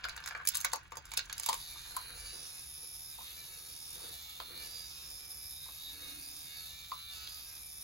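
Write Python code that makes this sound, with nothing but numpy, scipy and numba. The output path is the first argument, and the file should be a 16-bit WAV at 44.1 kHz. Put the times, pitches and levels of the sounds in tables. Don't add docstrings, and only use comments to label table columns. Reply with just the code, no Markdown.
import sys
import numpy as np
from scipy import signal
from scipy.fft import rfft, irfft, next_fast_len
from scipy.io import wavfile
from numba import njit

SR = 44100
rng = np.random.default_rng(int(sys.argv[2]) if len(sys.argv) > 2 else 0)


def store_wav(level_fs):
    pcm = np.round(np.clip(np.atleast_2d(level_fs), -1, 1) * 32767)
    wavfile.write(sys.argv[1], SR, pcm.T.astype(np.int16))


N = 345713
TIME = np.arange(N) / SR


def from_db(db):
    return 10 ** (np.asarray(db) / 20)


def rms_one(x):
    return x / np.sqrt(np.mean(x ** 2) + 1e-20)


def in_time(rows):
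    start_s, *columns = np.transpose(rows)
    return [np.interp(TIME, start_s, column) for column in columns]


def gains(points, hz):
    knots_hz, db = np.transpose(points)
    return from_db(np.interp(np.log(hz + 1e-3), np.log(knots_hz), db))


def coloured(x, points):
    length = x.shape[-1]
    size = next_fast_len(length)
    hz = np.fft.rfftfreq(size, 1 / SR)
    return irfft(rfft(x, size) * gains(points, hz), size)[..., :length]


def drift(rate):
    knots = rng.standard_normal(int(rate * N / SR) + 2)
    return np.interp(TIME * rate, np.arange(len(knots)), knots)


def swells(rows):
    return sum(from_db(db) * .5 ** ((2 * (TIME - top_s) / length_s) ** 2) for top_s, length_s, db in rows)


def add(out, s, sound):
    at = max(round(s * SR), 0)
    out[..., at:at + sound.shape[-1]] += sound[..., :N - at]


def struck(modes, age, spread_db):
    hz, db, t60 = np.transpose(modes)[:, :, None]
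    strength = from_db(db + spread_db * rng.standard_normal(hz.shape))
    sign = (-1) ** np.arange(len(hz))[:, None]
    ringing = np.sin(2 * np.pi * hz * age) * from_db(-60 * age / t60)
    return np.sum(sign * strength * ringing, 0) / np.linalg.norm(strength)


def crack(spectrum, age, t60, rise_s):
    swell = 1 - np.exp(-age / rise_s)
    return rms_one(coloured(rng.standard_normal(len(age)), spectrum)) * swell * from_db(-60 * age / t60)


def resonating(x, hz, width_hz):
    edges = np.clip([hz - width_hz / 2, hz + width_hz / 2], 20, .45 * SR)
    return rms_one(signal.sosfilt(signal.butter(2, edges, "band", fs=SR, output="sos"), x))


@njit
def moving_resonance(x, angle, r):
    y = np.zeros(len(x))
    for i in range(2, len(x)):
        y[i] = x[i] - x[i - 2] + 2 * r * np.cos(angle[i]) * y[i - 1] - r * r * y[i - 2]
    return y


def singing(noise, hz, width_hz):
    angle, r = 2 * np.pi * hz / SR, np.exp(-np.pi * width_hz / SR)
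    return rms_one(moving_resonance(moving_resonance(noise, angle, r), angle, r))


# pitch_hz [Hz], level_db [dB per Hz]
ROOM_SPECTRUM = [(20, -4), (35, -12), (50, 8.5), (75, 7), (110, -2), (150, -1), (210, -16.5), (310, -13.5),
                 (430, -18.5), (600, -29), (2000, -21.5), (7000, -102), (16000, -63)]
# pitch_hz [Hz], level_db [dB rms]
HUM_TONES = [(50, -99), (146, -78)]
RUMBLE_SETTLES_S = (2.2, 2.8)
RUMBLE_EARLY_DB, RUMBLE_LATE_DB = -63, -64


def room_tone(side_db=-11):
    room_db = np.interp(TIME, RUMBLE_SETTLES_S, [RUMBLE_EARLY_DB, RUMBLE_LATE_DB])
    mid, side = rms_one(coloured(rng.standard_normal((2, N)), ROOM_SPECTRUM))
    rumble = mid + from_db(side_db) * side * np.array([[1], [-1]])
    hum = sum(np.sqrt(2) * from_db(db) * np.sin(2 * np.pi * hz * TIME) for hz, db in HUM_TONES)
    return from_db(room_db) * rumble + hum


# pitch_hz [Hz], left_over_right_db [dB]
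MICROPHONE_BALANCE = [(200, 1), (450, -3), (750, -1), (1000, 2.5), (1500, -1), (3000, -1.5), (4300, -3),
                      (5400, -8.5), (6800, -0.5), (16000, 0.5)]
# pitch_hz [Hz], phase [radians]
LEFT_MICROPHONE_LEAD = [(300, 0), (1000, .9), (1400, -.6), (2000, -.2), (2600, 2.4), (3000, 3.1),
                        (3600, 4.9), (4300, 6.3), (5250, 4.4), (6500, 6.2), (7100, 5.5), (7900, 3.4),
                        (8700, 3), (10700, 0), (11300, -.2), (13400, -3.1), (15400, -6.3)]
# pitch_hz [Hz], level_db [dB]
ECHO_SPECTRUM = [(200, 5.5), (1000, 0.5), (2000, -2.5), (4500, -2.5), (7000, -7), (10000, -56.5),
                 (16000, -8)]
ROOM_T60_S = 0.14


def living_room(x, first_echo_s=.003):
    age = np.arange(SR // 2) / SR
    tail = rng.standard_normal((2, len(age))) * from_db(-60 * age / ROOM_T60_S) * (age > first_echo_s)
    tail = coloured(tail / np.linalg.norm(tail, axis=1, keepdims=True), ECHO_SPECTRUM)
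    size = next_fast_len(N + SR)
    hz = np.fft.rfftfreq(size, 1 / SR)
    lead = np.interp(hz, *np.transpose(LEFT_MICROPHONE_LEAD))
    direct = np.exp(1j * lead * np.array([[1], [0]]))
    balance = gains(MICROPHONE_BALANCE, hz) ** np.array([[.5], [-.5]])
    return irfft(rfft(x, size) * (direct + rfft(tail, size)) * balance, size)[:, :N]


# top_s [s], length_s [s], level_db [dB]
JOSTLES = [(0.1, 0.18, -58.5), (1.2, 0.31, -62), (1.7, 0.75, -61), (2.15, .25, -61)]
# pitch_hz [Hz], level_db [dB per Hz]
JOSTLE_SPECTRUM = [(15, -5), (30, -2), (48, 13), (80, -8), (160, -23), (400, -53)]


def jostling(rough_db=3):
    rumble = rms_one(coloured(rng.standard_normal(N), JOSTLE_SPECTRUM))
    return swells(JOSTLES) * from_db(rough_db * drift(6.6)) * rumble


# top_s [s], length_s [s], level_db [dB]
RUSTLES = [(0.12, 0.099, -70), (1.92, 0.057, -65.5), (2.14, 0.21, -64), (2.38, 0.13, -61.5),
           (2.83, 0.11, -68), (3.55, 0.37, -70.5), (4.03, 0.16, -59.5), (4.57, 0.25, -59.5),
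           (5.15, 0.37, -69), (6.02, 0.15, -61)]
# pitch_hz [Hz], level_db [dB per Hz]
RUSTLE_SPECTRUM = [(150, -6.5), (230, -8.5), (285, -6), (450, 2), (700, -14), (1300, -4), (2500, -9.5),
                   (6000, -62)]
# top_s [s], length_s [s], level_db [dB]
DRONES = [(6.15, .45, -71)]
DRONE_HZ, DRONE_WIDTH_HZ = 298, 64


def handling(trim_db=-3, rough_db=3):
    noise = rng.standard_normal(N)
    drone = swells(DRONES) * resonating(noise, DRONE_HZ, DRONE_WIDTH_HZ)
    rustle = rms_one(coloured(noise, RUSTLE_SPECTRUM))
    return drone + swells(RUSTLES) * from_db(trim_db + rough_db * drift(30)) * rustle


CYCLE_STARTS_S = [-0.47, 1.967, 4.403, 6.916, 9.45]


def in_cycle(rows):
    cycles = np.interp(TIME, CYCLE_STARTS_S, np.arange(len(CYCLE_STARTS_S)))
    share, *columns = np.transpose(rows)
    return [np.interp(cycles, share, column, period=1) for column in columns]


def meshing(turns, repeating, size=4096):
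    bins = size // 2 + 1
    lines = np.exp(2j * np.pi * rng.random(bins)) * (np.arange(bins) < size // 32)
    pattern = np.interp(turns, np.arange(size) / size, rms_one(irfft(lines)), period=1)
    return np.sqrt(repeating) * pattern + np.sqrt(1 - repeating) * rng.standard_normal(N)


# multiple of the turning rate [ratio], level_db [dB rms]
GEAR_LINES = [(14, -82), (15, -80.5), (16, -78), (18, -77.5), (20, -82), (21, -74.5), (22, -78), (24, -80),
              (26, -74.5), (28, -73), (30, -88), (32, -69), (34, -66.5), (36, -73.5), (37, -70.5),
              (38, -83), (42, -67.5), (46, -70), (48, -62), (53, -64), (55, -79)]


def gear_whine(turns, weak_line_db=-85, size=4096):
    lines = np.zeros(size // 2 + 1)
    lines[19:90] = from_db(weak_line_db)
    for multiple, db in GEAR_LINES:
        lines[round(multiple)] = from_db(db)
    phases = np.exp(2j * np.pi * rng.random(len(lines)))
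    one_turn = irfft(lines * phases) * size / np.sqrt(2)
    return np.interp(turns, np.arange(size) / size, one_turn, period=1)


# pitch_hz [Hz], level_db [dB per Hz]
BRUSH_SPECTRUM = [(6500, 2), (7800, -25), (8500, 0), (9100, -1), (9600, 23), (10800, 17.5), (11900, 12),
                  (12900, 24), (14100, 17), (14700, 14), (15600, 14)]
# pitch_hz [Hz], width_hz [Hz], level_db [dB],
# gain under full load [dB], gain once the listener has moved [dB]
BRUSH_PEAKS = [(8450, 160, -4.5, -4, -2.5), (9557, 300, -17, 11, -0.5), (10340, 330, -8, 2, -4.5),
               (11310, 300, -9.5, 1, -0.5), (11930, 200, -18, -0.5, 10), (13900, 610, -15.5, -2.5, 8),
               (15800, 500, -16.5, -11, 5.5)]
LISTENER_MOVES_S = (3.6, 4.1)


def brush_hiss(load, broad_db=-5, wander_db=3.0):
    peak_noise, broad_noise = rng.standard_normal((2, N))
    moved = np.interp(TIME, LISTENER_MOVES_S, [0, 1])
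    peaks = np.zeros(N)
    for hz, width_hz, db, load_db, moved_db in BRUSH_PEAKS:
        level = from_db(db + load_db * load + moved_db * moved + wander_db * drift(4.7))
        peaks += level * resonating(peak_noise, hz, width_hz)
    return peaks + from_db(broad_db) * rms_one(coloured(broad_noise, BRUSH_SPECTRUM))


# top_s [s], length_s [s], level_db [dB], pitch_hz [Hz], width_hz [Hz]
BUZZES = [(1.75, 0.25, -56, 3700, 220), (2.052, 0.26, -58, 4180, 200), (2.264, .2, -55.5, 4620, 300),
          (2.463, 0.16, -58, 5700, 326), (3.22, 0.24, -59, 3690, 200), (3.796, 0.28, -60, 5400, 350),
          (4.327, 0.64, -56.5, 3590, 302), (4.535, 0.17, -55, 4180, 220), (4.762, 0.23, -53.5, 4780, 300),
          (5.303, 1, -60, 5160, 282), (5.622, 0.2, -54, 3740, 220), (5.867, 0.1, -49, 3750, 220),
          (6.06, 0.12, -52, 3770, 150), (6.721, 0.71, -56, 3715, 261), (7.106, 0.12, -55, 3650, 298),
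          (7.31, 0.38, -59, 4710, 300), (2.847, 0.43, -51.5, 10570, 450), (3.282, 0.94, -55.5, 12200, 452),
          (4.04, 0.29, -54.5, 9600, 500), (5.497, 0.32, -54, 11200, 1000), (5.752, 1, -59, 11940, 400)]


def housing_buzzes(turns):
    out, scrape = np.zeros(N), meshing(turns, repeating=0.5)
    for top_s, length_s, db, hz, width_hz in BUZZES:
        near = slice(max(int((top_s - 2 * length_s) * SR), 0), int((top_s + 2 * length_s) * SR))
        bell = .5 ** ((2 * (TIME[near] - top_s) / length_s) ** 2)
        out[near] += from_db(db) * bell * resonating(scrape[near], hz, width_hz)
    return out


# pitch_hz [Hz], level_db [dB per Hz]
SNAP_SPECTRUM = [(800, -20), (2200, -4), (3900, 8), (5200, -1), (8000, -10), (15000, -8)]


def tooth_ticks(per_s=9, level_db=-47, spread_db=3):
    out, age = np.zeros(N), np.arange(SR // 50) / SR
    for start_s in rng.random(int(per_s * N / SR)) * N / SR:
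        tick_db = level_db + spread_db * np.clip(rng.standard_normal(), -2, 1)
        add(out, start_s, from_db(tick_db) * crack(SNAP_SPECTRUM, age, t60=0.0094, rise_s=0.0003))
    return out


# share of the cycle [0-1], turning rate lost [Hz]
BRAKING = [(0, 0), (.072, .3), (.095, 2.7), (.18, 4.8), (.21, 7.3), (.28, 9.7), (.375, 12.3), (.465, 10.8),
           (.527, 7.5), (.584, 1.5), (.615, 4.1), (.66, 5.9), (.79, 7.8), (.855, 5), (.935, .15), (1, 0)]
# share of the cycle [0-1], gear rasp level_db [dB], brush hiss level_db [dB]
RUBBING = [(0, -52, -54), (.06, -61.5, -53.5), (.09, -48, -51), (.22, -50.5, -51.5), (.39, -52, -51),
           (.52, -51, -52.5), (.66, -50.5, -51.5), (.9, -49.5, -50.5), (.93, -49, -55.5)]
# share of the cycle [0-1], pitch_hz [Hz], level_db [dB]
TOOTH_RING = [(0, 4180, -61.5), (.07, 3970, -55), (.09, 4580, -60), (.13, 4770, -58.5), (.19, 5020, -58),
              (.22, 5120, -58.5), (.45, 5180, -62), (.52, 4700, -67), (.62, 4440, -59), (.70, 4370, -61.5),
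              (.77, 5100, -59), (.83, 4730, -62.5), (.87, 4460, -55), (.93, 4150, -61)]
# share of the cycle [0-1], level_db [dB]
WHINING = [(0, -2.5), (.07, -1), (.095, -0.5), (.2, -2), (.29, -7.5), (.42, -10.5), (.53, -3.5), (.62, -2),
           (.75, -6), (.9, 0)]
# pitch_hz [Hz], level_db [dB per Hz]
RASP_SPECTRUM = [(300, -12), (620, -14.5), (820, -5), (1200, -7.5), (2000, -11), (2600, -4), (3050, -4),
                 (3400, 0), (3750, 2.5), (4100, -1.5), (5400, 1.5), (5900, -10.5), (7000, 6), (7800, -6),
                 (10000, -45)]
# pitch_hz [Hz], width_hz [Hz], gain_db [dB]
PANELS = [(1303, 26, 2), (1740, 25, -4), (2360, 92, 6), (2740, 50, -8), (3710, 83, -0.5), (5660, 73, 8),
          (6165, 92, 11)]
FREE_HZ, SAG_HZ_PER_S = 87.5, .47


def lift_motor(flutter=0.00254, once=0.21, twice=0.14, turn_uneven_db=1.3, full_load_hz=4.3,
               teeth_db=-1.5, patchy_db=2.1, rasp_db=-8.5, whine_db=-3.5, waver=0.83, fade_db_per_s=0.24):
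    lost_hz, = in_cycle(BRAKING)
    gear_db, hiss_db = in_cycle(RUBBING)
    ring_hz, ring_db = in_cycle(TOOTH_RING)
    lines_db, = in_cycle(WHINING)
    speed_hz = FREE_HZ - SAG_HZ_PER_S * TIME - lost_hz
    load = np.minimum(lost_hz / full_load_hz, 1)
    turns = np.cumsum(speed_hz * (1 + flutter * drift(60))) / SR

    pressure = np.exp(once * np.cos(2 * np.pi * turns) + twice * np.cos(4 * np.pi * turns + 1))
    pressure = pressure * from_db(turn_uneven_db * drift(FREE_HZ))

    teeth_level = from_db(ring_db + teeth_db + patchy_db * drift(11))
    teeth = teeth_level * singing(meshing(turns, repeating=.7), ring_hz, width_hz=520)
    rasp = from_db(gear_db + rasp_db) * rms_one(coloured(meshing(turns, repeating=0.13), RASP_SPECTRUM))
    hiss = from_db(hiss_db) * brush_hiss(load)
    wavering = drift(7) * gear_whine(turns) + drift(13) * gear_whine(turns)
    whine = from_db(whine_db + lines_db) * (gear_whine(turns) + waver * wavering)

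    fade = from_db(-fade_db_per_s * (TIME - TIME.mean()))
    inside = fade * pressure * (teeth + rasp + hiss) + whine
    panels = np.zeros(N)
    for hz, width_hz, db in PANELS:
        panels += from_db(db) * signal.lfilter(*signal.iirpeak(hz, hz / width_hz, fs=SR), inside)
    running = np.interp(TIME, [1.4, 1.52], [0, 1])
    return running * (inside + panels + tooth_ticks() + pressure * housing_buzzes(turns))


# start_s [s], level_db [dB], pitch_hz of the housing [Hz],
# brightness [dB per octave], ringing time [share of the full one]
LIFT_KNOCKS = [(1.488, -23, 1028, -20, 0.95), (1.4934, -22, 1027, -24, 1), (1.529, -32, 1005, -9, 0.54),
               (1.756, -45, 1064, -8, 1), (1.966, -26, 1028, -2, 0.87), (3.186, -38.5, 910, 0, 0.4),
               (3.209, -41.5, 1020, 6, 0.56), (4.402, -30, 1054, 20, 0.67), (5.663, -41.5, 980, 8, 0.56),
               (5.688, -42.5, 1100, 25, 0.42), (6.9167, -27, 1046, 16, 1)]
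# multiple of its pitch [ratio], level_db [dB], full t60_s [s]
HOUSING_MODES = [(.78, -16, .016), (.9, -1, .018), (1.002, 4, .033), (1.11, -1, 0.021),
                 (1.241, 0.5, 0.0091), (1.36, -8, 0.014), (1.95, -26, 0.016)]
# pitch_hz [Hz], level_db [dB per Hz]
CLACK_SPECTRUM = [(400, -50), (1500, -27), (2300, -1.5), (3200, -3), (4300, -0.5), (5200, -11), (6500, -30),
                  (9000, -27)]


def lift_knocks(trim_db=4, click_db=-19, rebound_s=0.00346, rebound_db=-11):
    out, age = np.zeros(N), np.arange(SR // 8) / SR
    multiple, mode_db, t60 = np.transpose(HOUSING_MODES)
    for start_s, db, hz, bright_db, ringing in LIFT_KNOCKS:
        modes = np.transpose([hz * multiple, mode_db + bright_db * np.log2(multiple), t60 * ringing])
        for delay_s, drop_db in ((0, 0), (rebound_s * rng.uniform(0.63, 1.415), rebound_db)):
            click = from_db(click_db) * crack(CLACK_SPECTRUM, age, t60=0.02, rise_s=0.000088)
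            knock = struck(modes, age, spread_db=3.0) + click
            add(out, start_s + delay_s, from_db(db + trim_db + drop_db) * knock)
    return out


# start_s [s], level_db [dB]
THUDS = [(0.043, -53), (0.35, -54), (0.648, -53), (0.734, -37.5), (0.759, -50), (0.92, -44.5), (0.97, -46),
         (1.174, -41), (1.494, -43), (1.53, -47), (1.966, -45.5), (4.402, -51), (6.917, -57.5)]
# pitch_hz [Hz], level_db [dB per Hz]
THUD_SPECTRUM = [(150, -32), (250, -18), (350, -4), (420, -7), (530, 6), (640, -12), (800, -1), (1500, -45)]
# start_s [s], level_db [dB]
SNAPS = [(1.9655, -45), (4.401, -35.5), (6.9166, -41), (7.2734, -34.5)]


def thuds_and_snaps():
    out, age = np.zeros(N), np.arange(SR // 10) / SR
    for start_s, db in THUDS:
        add(out, start_s, from_db(db) * crack(THUD_SPECTRUM, age, t60=0.016, rise_s=0.0021))
    for start_s, db in SNAPS:
        add(out, start_s, from_db(db) * crack(SNAP_SPECTRUM, age, t60=0.015, rise_s=0.0002))
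    return out


# start_s [s], level_db [dB]
ROLLING = [(0.0, -57), (0.2, -59.5), (0.56, -61), (0.91, -67), (1.39, -60), (1.62, -70.5), (2.06, -60),
           (2.29, -68.5), (2.6, -72)]
# pitch_hz [Hz], level_db [dB per Hz]
ROLL_SPECTRUM = [(300, -13.5), (650, -10), (1050, 4), (1280, 1.5), (1550, 10), (2000, 0), (2500, 4),
                 (3100, -1), (4300, -7), (7000, -24), (15000, -38)]
# top_s [s], length_s [s], level_db [dB]
BENDS = [(.375, 0.069, -55.5)]
BEND_HZ, BEND_WIDTH_HZ = 1470, 360


def marble_rolling(bumps_per_s=2500, trim_db=2):
    rolling_db, = in_time(ROLLING)
    bumps = (rng.random(N) < bumps_per_s / SR) * rng.standard_normal(N)
    moving = np.interp(TIME, [2.4, 2.7], [1, 0])
    straight = moving * from_db(rolling_db + trim_db) * rms_one(coloured(bumps, ROLL_SPECTRUM))
    bend = swells(BENDS) * resonating(bumps, BEND_HZ, BEND_WIDTH_HZ)
    uneven = from_db(3 * drift(170))
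    return uneven * (straight + bend)


# start_s [s], level_db [dB]
RATTLING = [(0.0, -72), (0.2, -64), (0.33, -65), (0.43, -75), (0.52, -50.5), (0.575, -40.5), (0.6, -63),
            (0.63, -54), (0.7, -56), (0.81, -71.5), (1.03, -72), (1.22, -56.5), (1.3, -66), (1.4, -53),
            (1.5, -52)]
# pitch_hz [Hz], level_db [dB per Hz]
PING_SPECTRUM = [(3500, -38), (5100, -2), (5900, 9), (6800, 13.5), (7600, 11), (9500, -50)]
# pitch_hz [Hz], level_db [dB per Hz]
TICK_SPECTRUM = [(5500, -29), (7600, 15), (8600, 15.5), (9400, 12.5), (10600, 11), (11600, 8), (13000, 7.5),
                 (14300, 7), (15500, 4)]


def marble_rattle(touches_per_s=320, trim_db=1.5, rough_db=-0.5, size_spread_db=5):
    rattle_db, = in_time(RATTLING)
    age, out = np.arange(SR // 25) / SR, np.zeros(N)
    touches = rng.random(N) < touches_per_s / SR
    sizes = touches * from_db(size_spread_db * np.clip(rng.standard_normal(N), -2, 2))
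    for spectrum in (CLACK_SPECTRUM, PING_SPECTRUM, TICK_SPECTRUM):
        touch = crack(spectrum, age, t60=0.037, rise_s=0.00049)
        out += signal.oaconvolve(sizes * rng.standard_normal(N), touch)[:N]
    on_track = np.interp(TIME, [1.46, 1.6], [1, 0])
    return on_track * from_db(rattle_db + trim_db + rough_db * drift(110.0)) * rms_one(out)


# start_s [s], level_db [dB], hardness [dB],
# base plate knock level_db [dB], pitch_hz of the plate at that spot [Hz]
CONTACTS = [(0.0416, -34.5, -13, -29, 1500), (0.0501, -50, 9, -24.5, 1380), (0.0856, -40, 1, -30.5, 1700),
            (0.094, -35.5, -7.5, -37, 1700), (0.164, -38, 1.5, -41, 1530), (0.177, -40, -7.5, -34.5, 1720),
            (0.2023, -53, 6, -41, 1550), (0.2396, -40, -8, -43, 1260), (0.26, -34, -0.5, -33.5, 1510),
            (0.2752, -31, -2.5, -29.5, 1630), (0.286, -41, 4, -38, 1500), (0.3092, -45, -8.5, -29.5, 1670),
            (0.323, -61, -7, -36, 1600), (0.3502, -46, -8, -24, 1600), (0.362, -51, -6, -44, 1500),
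            (0.375, -51, -1, -39, 1500), (0.4, -68, -14, -31, 1530), (0.413, -67, -10, -35, 1490),
            (0.4518, -38, 5, -40, 1700), (0.462, -39, 1, -48, 1700), (0.4729, -17.5, 3.5, -47, 2000),
            (0.4874, -26, 12, -57, 2000), (0.4898, -30, -3, -54, 2000), (0.546, -33, 2, -47, 1500),
            (0.5528, -24.5, 4, -33, 1530), (0.5703, -26.5, 6, -50, 1500), (0.581, -35, -1, -47, 1100),
            (0.6033, -31, 4, -43, 1500), (0.611, -32.5, 4, -50, 1500), (0.621, -41, 3, -57, 1500),
            (0.633, -42, 2, -60, 1500), (0.6434, -40, 5, -34.5, 1410), (0.6468, -20.5, 4, -20, 1470),
            (0.6522, -33, -10, -28, 1420), (0.7182, -42, -6, -39, 1400), (0.733, -24.5, 2, -24, 1050),
            (0.7581, -33, 0, -37, 1130), (0.92, -42, -4, -32.5, 1050), (0.955, -44, 1, -40.5, 1220),
            (0.9702, -34, -0.5, -37.5, 1070), (1.054, -43, 0.5, -51, 1390), (1.066, -51, -3, -48, 1400),
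            (1.117, -34.5, -2, -40.5, 1150), (1.137, -31.5, -2, -41.5, 1100), (1.1734, -18, -1, -34, 1590),
            (1.1917, -31, -6, -32, 1390), (1.297, -38.5, -9, -36, 1480), (1.327, -28.5, -1.5, -45, 1400),
            (1.3795, -31.5, 0, -55, 1410), (1.3973, -28, 1.5, -44, 1210), (1.433, -30, 0, -45, 1220),
            (1.4614, -24, 3, -37, 1060), (1.473, -49, -1, -42, 1035), (1.488, -20.5, -1.5, -52, 1000),
            (1.4945, -28, 3, -28, 930), (1.529, -25.5, -2, -30, 1000), (1.542, -33.5, 6, -38.5, 1000),
            (1.965, -34, 10, -38, 1050), (4.002, -60, -3, -54, 1330)]
# pitch_hz [Hz], level_db [dB], t60_s [s]
STEEL_MODES = [(11360, 0, 0.068), (11550, -5, 0.095), (13300, 2, 0.06), (15700, 0.5, 0.023)]
# pitch_hz [Hz], level_db [dB], t60_s [s]
PING_MODES = [(5110, -5, 0.025), (6400, -2, 0.052), (6800, -9, 0.037), (6800, -0.5, 0.033),
              (6800, -13, 0.032), (7960, 4, 0.027)]
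# pitch_hz [Hz], level_db [dB], t60_s [s]
TILE_MODES = [(1790, -23.5, 0.0026), (2400, 2, 0.013), (3773, 3.5, 0.014), (4240, -12, 0.04),
              (4790, 13.5, 0.011), (5320, -5.5, 0.0098)]
# pitch_hz [Hz], level_db [dB], t60_s [s]
PLATE_MODES = [(566, -19, 0.018), (760, -5, 0.011), (906, 3, 0.022), (1093, 0.5, 0.035), (1220, -4, 0.016),
               (1406, -0.5, 0.011), (1550, -0.5, 0.02), (1724, -3.5, 0.026), (1830, -9.5, 0.016),
               (2310, 9.5, 0.016)]
# pitch_hz [Hz], level_db [dB per Hz]
PLATE_CRACK_SPECTRUM = [(500, -20), (900, 0), (1300, 4.5), (1900, 1.5), (2500, 1), (4000, -36)]
PLATE_REACH_OCTAVES = 0.35


def steel_tick(age, hard_db, steel_db=-18):
    ring = from_db(steel_db + .5 * hard_db) * struck(STEEL_MODES, age, spread_db=5.0)
    return crack(TICK_SPECTRUM, age, t60=0.015, rise_s=0.00091) + ring


def rail_ping(age, ring_db=-6):
    ring = from_db(ring_db) * struck(PING_MODES, age, spread_db=10.5)
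    return crack(PING_SPECTRUM, age, t60=0.018, rise_s=0.0011) + ring


def tile_clack(age, ring_db=-5, detune=0.096):
    this_tile = np.array(TILE_MODES) * [np.exp(detune * rng.uniform(-1.03, 1)), 1, 1]
    ring = from_db(ring_db) * struck(this_tile, age, spread_db=9.5)
    return crack(CLACK_SPECTRUM, age, t60=0.013, rise_s=0.0016) + ring


def plate_knock(age, plate_hz, crack_db=-6):
    this_spot = []
    for hz, mode_db, t60 in PLATE_MODES:
        octaves_away = np.log2(hz / plate_hz)
        this_spot.append((hz, mode_db - 6 * (octaves_away / PLATE_REACH_OCTAVES) ** 2, t60))
    dry_crack = crack(PLATE_CRACK_SPECTRUM, age, t60=0.014, rise_s=0.00027)
    return struck(this_spot, age, spread_db=3) + from_db(crack_db) * dry_crack


def marble_contacts(tick_db=1, ping_db=-4.0, clack_db=-2, knock_db=-1, pan_spread_db=3,
                    graze_db=-14, chatter_db=-13, chatter_s=.003, count=2):
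    out, age = np.zeros((2, N)), np.arange(SR // 10) / SR
    for start_s, db, hard_db, plate_db, plate_hz in CONTACTS:
        tick = from_db(tick_db + hard_db) * steel_tick(age, hard_db)
        ping = from_db(ping_db) * rail_ping(age)
        clack = from_db(clack_db - hard_db) * tile_clack(age)
        knock = from_db(plate_db + knock_db) * plate_knock(age, plate_hz)
        hit = from_db(db) * (tick + ping + clack) + knock
        hit = hit * from_db(np.array([[.5], [-.5]]) * pan_spread_db * rng.standard_normal())
        add(out, start_s, hit)
        add(out, start_s - rng.uniform(0.0006, 0.0044), from_db(graze_db) * hit)
        for k, delay_s in enumerate(np.cumsum(chatter_s * rng.uniform(.4, 3.4, count))):
            add(out, start_s + delay_s, from_db(chatter_db - 12.0 * k) * hit)
    return out


RADIATION_HZ = 477


def scene():
    high_pass = signal.butter(2, RADIATION_HZ, "high", fs=SR, output="sos")
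    blows = signal.sosfilt(high_pass, marble_contacts() + lift_knocks())
    toy = blows + thuds_and_snaps() + marble_rolling() + marble_rattle() + lift_motor()
    return living_room(toy + handling()) + room_tone() + jostling()


CUTOFF_HZ = 15900


def record(dry):
    return signal.sosfilt(signal.ellip(10, .2, 80, CUTOFF_HZ, fs=SR, output="sos"), dry)


dry = scene()
out = record(dry)
store_wav(out)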